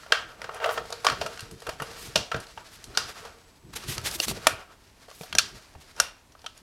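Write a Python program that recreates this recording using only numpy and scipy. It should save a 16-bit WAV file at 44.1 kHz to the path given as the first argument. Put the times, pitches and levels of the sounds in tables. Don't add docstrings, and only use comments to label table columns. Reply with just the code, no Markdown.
import sys
import numpy as np
from scipy.fft import rfft, irfft, next_fast_len
from scipy.io import wavfile
from scipy.ndimage import uniform_filter1d, map_coordinates

SR = 44100
rng = np.random.default_rng(int(sys.argv[2]) if len(sys.argv) > 2 else 0)


def waveform_to_disk(signal):
    frames = np.transpose(np.atleast_2d(signal))
    scaled = np.clip(frames, -1, 1) * 32767
    samples = np.round(scaled).astype(np.int16)
    wavfile.write(sys.argv[1], SR, samples)


N = 291921

# pitch_hz [Hz], width_hz [Hz], strength_db [dB]
JAR_MODES = [(460, 39, 1), (550.5, 31, -5.5), (647.4, 65, 0), (740, 51, -3.5), (924, 71, -4),
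             (1154, 110, -2.5), (1310, 87, 0), (1427, 67, -1), (1580, 98, -4.5), (1816, 56, -7),
             (2410, 260, -8.5), (2786, 120, -2.5), (3160, 240, -4), (3614, 70, -7.5), (4300, 620, -4),
             (4920, 240, -8), (5464, 200, -9), (5790, 110, -6), (6800, 130, -13), (8470, 230, -12.5),
             (9340, 190, -13.5), (10000, 180, -9.5), (11100, 240, -13.5)]
# centre_hz [Hz], room_t60_s [s to decay by 60 dB]
CONTACT_PARTS = [(600, 0.37), (1500, .36), (4200, 0.31), (10000, 0.2)]


def amp(db):
    return 10 ** (np.asarray(db) / 20)


def unit(x):
    return x / np.sqrt(np.mean(x ** 2) + 1e-20)


def along(points, hz):
    f, v = np.transpose(points)
    return np.interp(np.log(hz + 1), np.log(f + 1), v)


def filtered(x, response):
    n = x.shape[-1]
    m = next_fast_len(n + 2048)
    spectrum = rfft(x, m) * response(np.fft.rfftfreq(m, 1 / SR))
    return irfft(spectrum, m)[..., :n]


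def wobble(rate):
    knots = rng.standard_normal(int(N * rate / SR) + 4)
    return map_coordinates(knots, [np.arange(N) * rate / SR])


def gritty(size, grit_db):
    slip_size = amp(grit_db * rng.standard_normal(size))
    return unit(rng.standard_normal(size) * slip_size)


def narrow(centre_hz, width_hz):
    return unit(filtered(rng.standard_normal(N), lambda hz: np.exp(-((hz - centre_hz) / width_hz) ** 2)))


def ringing(hz, extra_db, broad_db):
    total = amp(broad_db)
    for k, (pitch_hz, width_hz, db) in enumerate(JAR_MODES):
        damping = 1j * hz * width_hz
        mode = damping / (pitch_hz ** 2 - hz ** 2 + damping)
        total = total + amp(db + extra_db[..., k, None]) * mode
    return total


def part(hz, k):
    peaks = [(centre_hz, i == k) for i, (centre_hz, _) in enumerate(CONTACT_PARTS)]
    return along([(300, 0.006)] + peaks + [(15500, 0.014)], hz)


def near_modes(pitch_hz):
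    reach_oct = 0.079
    octaves = np.log2(np.transpose(JAR_MODES)[0] / pitch_hz[:, None])
    return np.exp(-(octaves / reach_oct) ** 2)


def knocks():
    # start_s [s], snap_db [dB, peak before the output gain below],
    # boom, wall and tick [each dB over the snap], low_hz and high_hz [Hz], length_ms [ms to decay by 60 dB]
    contacts = [(0.0332, -54, 7.5, 18, -28, 1310, 1730, 13), (0.063, -47.5, 12.5, 11.5, -20, 550, 1640, 21),
                (.1214, -8, -8, 5.5, -19.5, 1580, 3036, 19), (0.4169, -31.5, -2, 6.5, -11, 553, 1820, 13),
                (0.4417, -35.5, 5, 8, -16, 1470, 2240, 30), (.4918, -45.5, 22, 19.5, -18, 1345, 1840, 18),
                (.544, -43, 7, 4.5, 3, 633, 1850, 20), (0.6005, -40.5, 10, 14, -15, 635, 1720, 21),
                (0.6426, -25.5, 8, 12.5, -14, 1275, 3060, 19),
                (0.6592, -33.5, 18.5, 13.5, -5, 620, 1710, 23), (0.6914, -28.5, 9, 13, -38, 1196, 1760, 22),
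                (0.7101, -37.5, 14, 13, -3, 557, 1700, 16), (.7414, -37, 0, -8, -12, 600, 1710, 14),
                (0.776, -28.5, 9, 7.5, -26, 1310, 1870, 24), (.8535, -42.5, 11.5, -24, -19, 630, 1710, 16),
                (.9033, -35, 6, -27, -3, 550, 1720, 16), (0.9247, -24, -2.5, -5, -9, 460, 4300, 19),
                (1.046, -20, 6, 1, -7, 696, 4300, 36), (1.067, -8, -3.5, 1, -19, 1096, 1820, 13),
                (1.0853, -24.5, -5, 11, -28, 1170, 1710, 14), (1.099, -23, -7, 7.5, -11, 1190, 1710, 17),
                (1.1205, -35, 11, -4.5, -8, 409, 2710, 16), (1.212, -24.5, 8.5, -1.5, -15.5, 610, 2630, 40),
                (1.261, -28.5, 5.5, 3.5, -9, 1300, 2000, 31),
                (1.3743, -35.5, -11, 4.5, -18, 1530, 1770, 15),
                (1.393, -30, -20, -0.5, -13, 1700, 1760, 16), (1.4055, -32, -19, -7, -2, 1200, 3940, 19),
                (1.511, -41.5, 1, -4, 2.5, 454, 3830, 24), (1.6023, -43, -17, -16, 0, 1220, 4150, 14),
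                (1.6196, -43, 6, 6, 0, 468, 1880, 25), (1.667, -33, 4, 7.5, -5, 458, 1720, 27),
                (1.6916, -26.5, 4, 0.5, -8, 730, 3340, 21), (1.7994, -37, 8, 13.5, -8, 1266, 1870, 27),
                (1.82, -33.5, 11.5, 10, 1, 460, 2890, 24), (1.9139, -43.5, 9.5, -13, -1.5, 463, 4380, 18),
                (2.157, -8, -5.5, -9.5, -15.5, 600, 2620, 27),
                (2.1753, -17.5, -22, -29, -40, 460, 4600, 18), (2.3156, -27, 1, 9, -14, 1270, 2630, 26),
                (2.3434, -27.5, 7, 8.5, -37, 1580, 1800, 22), (2.3611, -36, 6.5, 1, -9, 1550, 2480, 36),
                (2.401, -37.5, -17, -33, -0.5, 444, 4340, 28), (2.4673, -38, -14, -17, -12, 439, 4400, 18),
                (2.575, -43, 13, 13, -31, 930, 924, 28), (2.841, -33, -30.5, -11, -2, 641, 4500, 14),
                (2.9497, -31.5, -40, -1, -24, 1320, 4330, 21),
                (2.9733, -7, -14, -6.5, -14.5, 1400, 4970, 13.6), (3.25, -40, 6.5, 4, -9, 470, 924, 35),
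                (3.9805, -18.5, -11, -8, -12, 1240, 3350, 9.9), (4.014, -41.5, -2, -4, 0, 439, 1700, 14),
                (4.1114, -26, -33, -21, -3.5, 1310, 4830, 19), (4.2006, -9, -15, -18, -14, 527, 2790, 9.5),
                (4.2819, -19.5, -5.5, -7.5, -6, 1060, 2330, 12), (4.3114, -29, 4, -19, -20, 816, 3980, 20),
                (4.3727, -44, 13.5, -11, -29, 460, 2990, 8.5), (4.469, -8, 1.5, 6, 0.5, 610, 2340, 15.7),
                (5.0833, -49.5, 13.5, 2, -14, 726, 3250, 16), (5.1126, -46, 6, 6.5, -4, 677, 2150, 13),
                (5.2105, -38, 9.5, -1.5, -7, 477, 2400, 14), (5.2335, -34.5, 0.5, -5, -29, 744, 5430, 17),
                (5.3267, -24, -13.5, 2, -15, 1107, 3090, 17.5),
                (5.351, -17, -4.5, -5.5, -8, 1590, 5740, 11),
                (5.3844, -1.5, -26, -13, -11.5, 1650, 5320, 14.3),
                (5.3914, -10.5, -20, -2.5, -13.5, 1580, 5900, 22),
                (5.7506, -59.5, 22, 15.5, -24, 734, 1770, 21), (5.963, -40, -5, -10.5, -8, 458, 5300, 25),
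                (6.0002, -5.5, -14, 0, -4.5, 1680, 5500, 13.7),
                (6.32, -48.5, -17, -18, -10, 1430, 5680, 25), (6.351, -59.5, 18, 16, -16, 1310, 1940, 16),
                (6.392, -46, -2, -7, -26, 473, 4920, 11), (6.417, -45.5, -11, -17, -9, 441, 5640, 14),
                (6.4427, -46, 11, 5.5, -8.5, 930, 3020, 23),
                (6.4624, -25.5, -14, -3, -14.5, 1320, 3160, 20),
                (6.576, -49.5, -23, -20, 7, 1190, 6720, 13)]
    start_s, snap_db, boom, wall, tick, low_hz, high_hz, length_ms = np.transpose(contacts)
    count = len(start_s)
    lift_s, held_s = 3.7, 4.4

    counter_wet_db, lifted_wet_db, grip_wet_db = -5, -11, -16.5
    wet_db = np.where(start_s < lift_s, counter_wet_db, lifted_wet_db)
    wet_db = np.where((start_s > lift_s) & (start_s < held_s), grip_wet_db, wet_db)
    wet_db = wet_db - 0.0306 * (snap_db + 29)

    t = np.arange(3072) / SR
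    life_s = length_ms[:, None] / 1000
    envelope = amp(-60 * t / life_s) * (1 - np.exp(-t / (0.066 * life_s)))
    burst = rng.standard_normal((count, len(t))) * envelope

    favour_db = 15 * np.maximum(near_modes(low_hz), near_modes(high_hz))
    favour_db += 3 * rng.standard_normal((count, len(JAR_MODES)))
    lead = 64
    padded = np.pad(burst, ((0, 0), (lead, 1500)))
    rung = filtered(padded, lambda hz: ringing(hz, favour_db, broad_db=-10))

    late = np.arange(18000) / SR
    room_noise = rng.standard_normal((count, len(late)))
    diffuse = filtered(room_noise, lambda hz: ringing(hz, 0.7 * favour_db, broad_db=-8))
    buildup = 1 - np.exp(-late / 0.0019)

    rows = np.zeros((count, len(late)))
    for k, over_db in enumerate([boom, wall, 0 * start_s, tick]):
        direct = filtered(rung, lambda hz: part(hz, k))
        peak = uniform_filter1d(np.abs(direct), size=40).max(1, keepdims=True)
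        direct *= amp(snap_db + over_db)[:, None] / peak
        room_t60_s = CONTACT_PARTS[k][1]
        tail = filtered(diffuse, lambda hz: part(hz, k)) * amp(-60 * late / room_t60_s) * buildup
        tail_gain = amp(wet_db) * np.linalg.norm(direct, axis=1) / np.linalg.norm(tail, axis=1)
        rows += tail * tail_gain[:, None]
        rows[:, :direct.shape[1]] += direct

    out = np.zeros(N + SR)
    for start, row in zip(np.round(start_s * SR).astype(int) - lead, rows):
        out[start:start + len(row)] += row
    return amp(-7.5) * out[:N]


def pushes():
    # [s to rise by 10 dB; below 0 swaps rise and fall, 0 makes no push]
    push_table = [(.48, -53, -55, -62, 0.9), (.66, -29, -50, -39.5, 0.0642), (.77, -37, -55, -42, .05),
                  (.93, -39, -52, -42, 0.03), (1.07, -33, -47, -41, 0.02),
                  (1.119, -29.5, -34.5, -39, 0.0136), (1.27, -42.5, -41, -48, 0.07),
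                  (1.44, -49, -49, -56.5, 0.13), (1.53, -62, -46, -51, .04), (1.69, -31, -38, -36, -0.006),
                  (1.821, -44, -35, -40, 0.02), (1.97, -49.5, -45.5, -53.5, 0.19),
                  (2.18, -43, -37, -47, .03), (2.36, -41.5, -37, -48, 0.0232), (2.58, -62, -57.5, -64, .06),
                  (2.99, -48.5, -48.5, -63, 0.16), (3.13, -45, -63, -75, 0.12),
                  (3.25, -47.5, -58, -57, 0.11), (3.76, -58, -44.5, -90, 0.09),
                  (3.89, -52, -39.5, -95, 0.06), (3.98, -44.5, -38, -90, 0.03),
                  (4.04, -45, -37.5, -90, 0.05), (4.14, -43.5, -44, -90, 0.11),
                  (4.29, -53, -37.5, -90, 0.0566), (4.38, -47, -45.5, -90, 0.09),
                  (4.48, -40, -46, -90.5, 0.09), (5.219, -48, -42, -90, 0), (5.36, -41, -41, -90, .02),
                  (5.5, -53.5, -70, -90, 0.15), (5.78, -70, -48, -90, .025), (6.02, -42.5, -48, -90, 0.04)]
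    release = 1.31
    t = np.arange(0, N, 64) / SR
    middle_s, *levels, rise_s = np.transpose(push_table)[..., None]
    fall_db = 10 * np.maximum((middle_s - t) / rise_s, (t - middle_s) / (release * rise_s))
    return [np.interp(np.arange(N) / SR, t, (db - fall_db).max(0)) for db in levels]


def rubbing():
    # time_s [s], level_db [dB before trim]
    rustle_level = [(0, -55), (.4, -64.5), (.77, -47.5), (1.01, -56.5), (1.25, -49.5), (1.7, -57.5),
                    (1.95, -52.5), (2.5, -56.5), (2.9, -56.5), (3.11, -47.5), (3.35, -60), (3.65, -66.5),
                    (3.89, -49.5), (4.48, -49.5), (4.7, -69), (5.07, -61), (5.4, -52), (5.6, -55),
                    (5.75, -66.5), (5.95, -58), (6.03, -53), (6.16, -72), (6.62, -64)]
    # pitch_hz [Hz], density_db [relative dB per Hz]
    rustle_spectrum = [(710, -31.5), (1200, -3), (1610, 0.5), (3070, -2.5), (4930, -0.5), (9420, -11.5),
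                       (11300, -11.5), (15800, -27.5)]
    # pitch_hz [Hz], density_db [relative dB per Hz]
    rumble_spectrum = [(12, -45.5), (20, -15.5), (48, -3), (119, -3.5), (208, -8), (252, -11.5), (400, -8),
                       (520, -27.5), (880, -120)]

    push_drag_db, push_rumble_db, hum_db = pushes()
    rustle_db = np.interp(np.arange(N) / SR, *np.transpose(rustle_level))
    drag_db = np.maximum(push_drag_db, rustle_db - 4)
    rumble_db = np.maximum(push_rumble_db, rustle_db - 5.5)

    even = np.zeros(len(JAR_MODES))
    drag = filtered(gritty(N, grit_db=4),
                    lambda hz: ringing(hz, even, broad_db=-9) * (part(hz, 0) + 0.7 * part(hz, 1)))
    rustle = filtered(gritty(N, grit_db=5), lambda hz: amp(along(rustle_spectrum, hz)))
    rumble = filtered(rng.standard_normal(N), lambda hz: amp(along(rumble_spectrum, hz)))
    base_hum = amp(hum_db + 4 * wobble(22)) * narrow(centre_hz=459.4, width_hz=37.5)

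    jerk = wobble(30)
    lumps_db = 4 * wobble(20)
    drag = amp(drag_db + 3.9 * jerk - 2.0) * unit(drag)
    rustle = amp(rustle_db + 3.3 * jerk + 0.7 * wobble(100) + 1.1) * unit(rustle)
    rumble = amp(rumble_db + lumps_db - 1.0) * unit(rumble)
    return drag + rustle + rumble + base_hum


def thuds():
    # start_s [s], level_db [dB before rise and decay], pitch_hz [Hz]
    thud_table = [(1.088, -32, 290), (1.122, -36, 130), (1.25, -33, 144), (1.427, -33, 113),
                  (1.692, -34, 80), (1.82, -27.5, 130), (2.158, -27, 196), (2.347, -27, 140),
                  (2.973, -40, 180), (3.748, -36, 88), (3.888, -28, 129), (3.983, -27.5, 114),
                  (4.04, -35, 100), (4.155, -33, 340), (4.2, -33, 330), (4.282, -27, 207),
                  (4.314, -31, 180), (4.372, -36, 200), (4.469, -27, 282), (5.209, -32, 166),
                  (5.351, -33.5, 196), (5.758, -37, 75), (6.001, -40, 127)]
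    t60_s, rise_s = 0.06, 0.001
    t = np.arange(SR // 8) / SR
    out = np.zeros(N + SR)
    for start_s, db, pitch_hz in thud_table:
        swing = np.sin(2 * np.pi * pitch_hz * t) * (1 - np.exp(-t / rise_s))
        out[round(start_s * SR):][:len(t)] += amp(db - 60 * t / t60_s) * swing
    return out[:N]


def dry_swells():
    # [brightness, dB per octave]
    swell_table = [(0.108, -43.5, 0.0055, -9), (.735, -44, 0.023, 8.5), (2.003, -47, 0.033, 1),
                   (2.049, -44, 0.052, 0.5), (2.744, -51, 0.027, 1), (3.739, -41.5, 0.0071, -2.5),
                   (3.766, -30, 0.0092, 0), (3.792, -44, 0.026, -2), (3.896, -34, 0.017, 0.5),
                   (3.924, -35, 0.039, 0), (4.05, -63, 0.011, -6.5), (4.07, -28, 0.022, -0.5),
                   (4.122, -40, 0.027, 1.5), (4.15, -32, 0.015, 2.5), (4.221, -37, 0.032, 4),
                   (4.239, -29, 0.015, 0.5), (4.296, -30, .02, 1.5), (4.316, -38.5, 0.0087, 1),
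                   (4.358, -50.5, .04, -2.5), (5.159, -53.5, 0.026, 3), (5.223, -50, 0.041, 5.5),
                   (5.817, -53.5, 0.016, -1)]
    # pitch_hz [Hz], density_db [relative dB per Hz]
    swell_spectrum = [(180, -48), (300, -27.5), (432, -7.5), (688, -14), (772, -8.5), (1710, -8),
                      (1920, -6.5), (3550, -4.5), (12700, -12.5), (15800, -26.5)]
    time_s = np.arange(N) / SR
    out = np.zeros(N)
    jerk = amp(1.3 * wobble(150))
    for middle_s, db, half_s, tilt_db in swell_table:
        span = slice(round((middle_s - 3 * half_s) * SR), round((middle_s + 3 * half_s) * SR))
        t = time_s[span]
        grit = filtered(gritty(len(t), grit_db=3),
                        lambda hz: amp(along(swell_spectrum, hz) + tilt_db * np.log2(hz / 4000 + 1e-3)))
        swell = np.exp(-((t - middle_s) / half_s) ** 2)
        out[span] += amp(db) * unit(grit * jerk[span]) * swell
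    squeak_s, squeak_db, squeak_half_s = 4.235, -35, 0.008
    squeak_swell = np.exp(-((time_s - squeak_s) / squeak_half_s) ** 2)
    return out + amp(squeak_db) * narrow(centre_hz=6200, width_hz=150) * squeak_swell


def background():
    # pitch_hz [Hz], density_db [relative dB per Hz]
    hiss_spectrum = [(15, -18.5), (25, 3), (84, 1.5), (211, -8.5), (261, -4.5), (352, -9.5), (637, -11.5),
                     (1040, -10), (1360, -19.5), (1820, -17.5), (7830, -23.5), (13100, -28.5),
                     (15800, -37.5)]
    hiss_db, whine_db, whine_end_s = -58.75, -75, 4.1
    hiss = filtered(rng.standard_normal(N), lambda hz: amp(along(hiss_spectrum, hz)))
    whine = narrow(centre_hz=7860, width_hz=40) * (np.arange(N) / SR < whine_end_s)
    return amp(hiss_db) * unit(hiss) + amp(whine_db) * whine


def scene():
    return (knocks() + rubbing() + thuds() + dry_swells() + background())[None]


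def record(dry):
    top_hz = 15900
    clipped = dry / (1 + np.abs(dry) ** 6) ** (1 / 6)
    return filtered(clipped, lambda hz: hz < top_hz)


dry = scene()
out = record(dry)
waveform_to_disk(out)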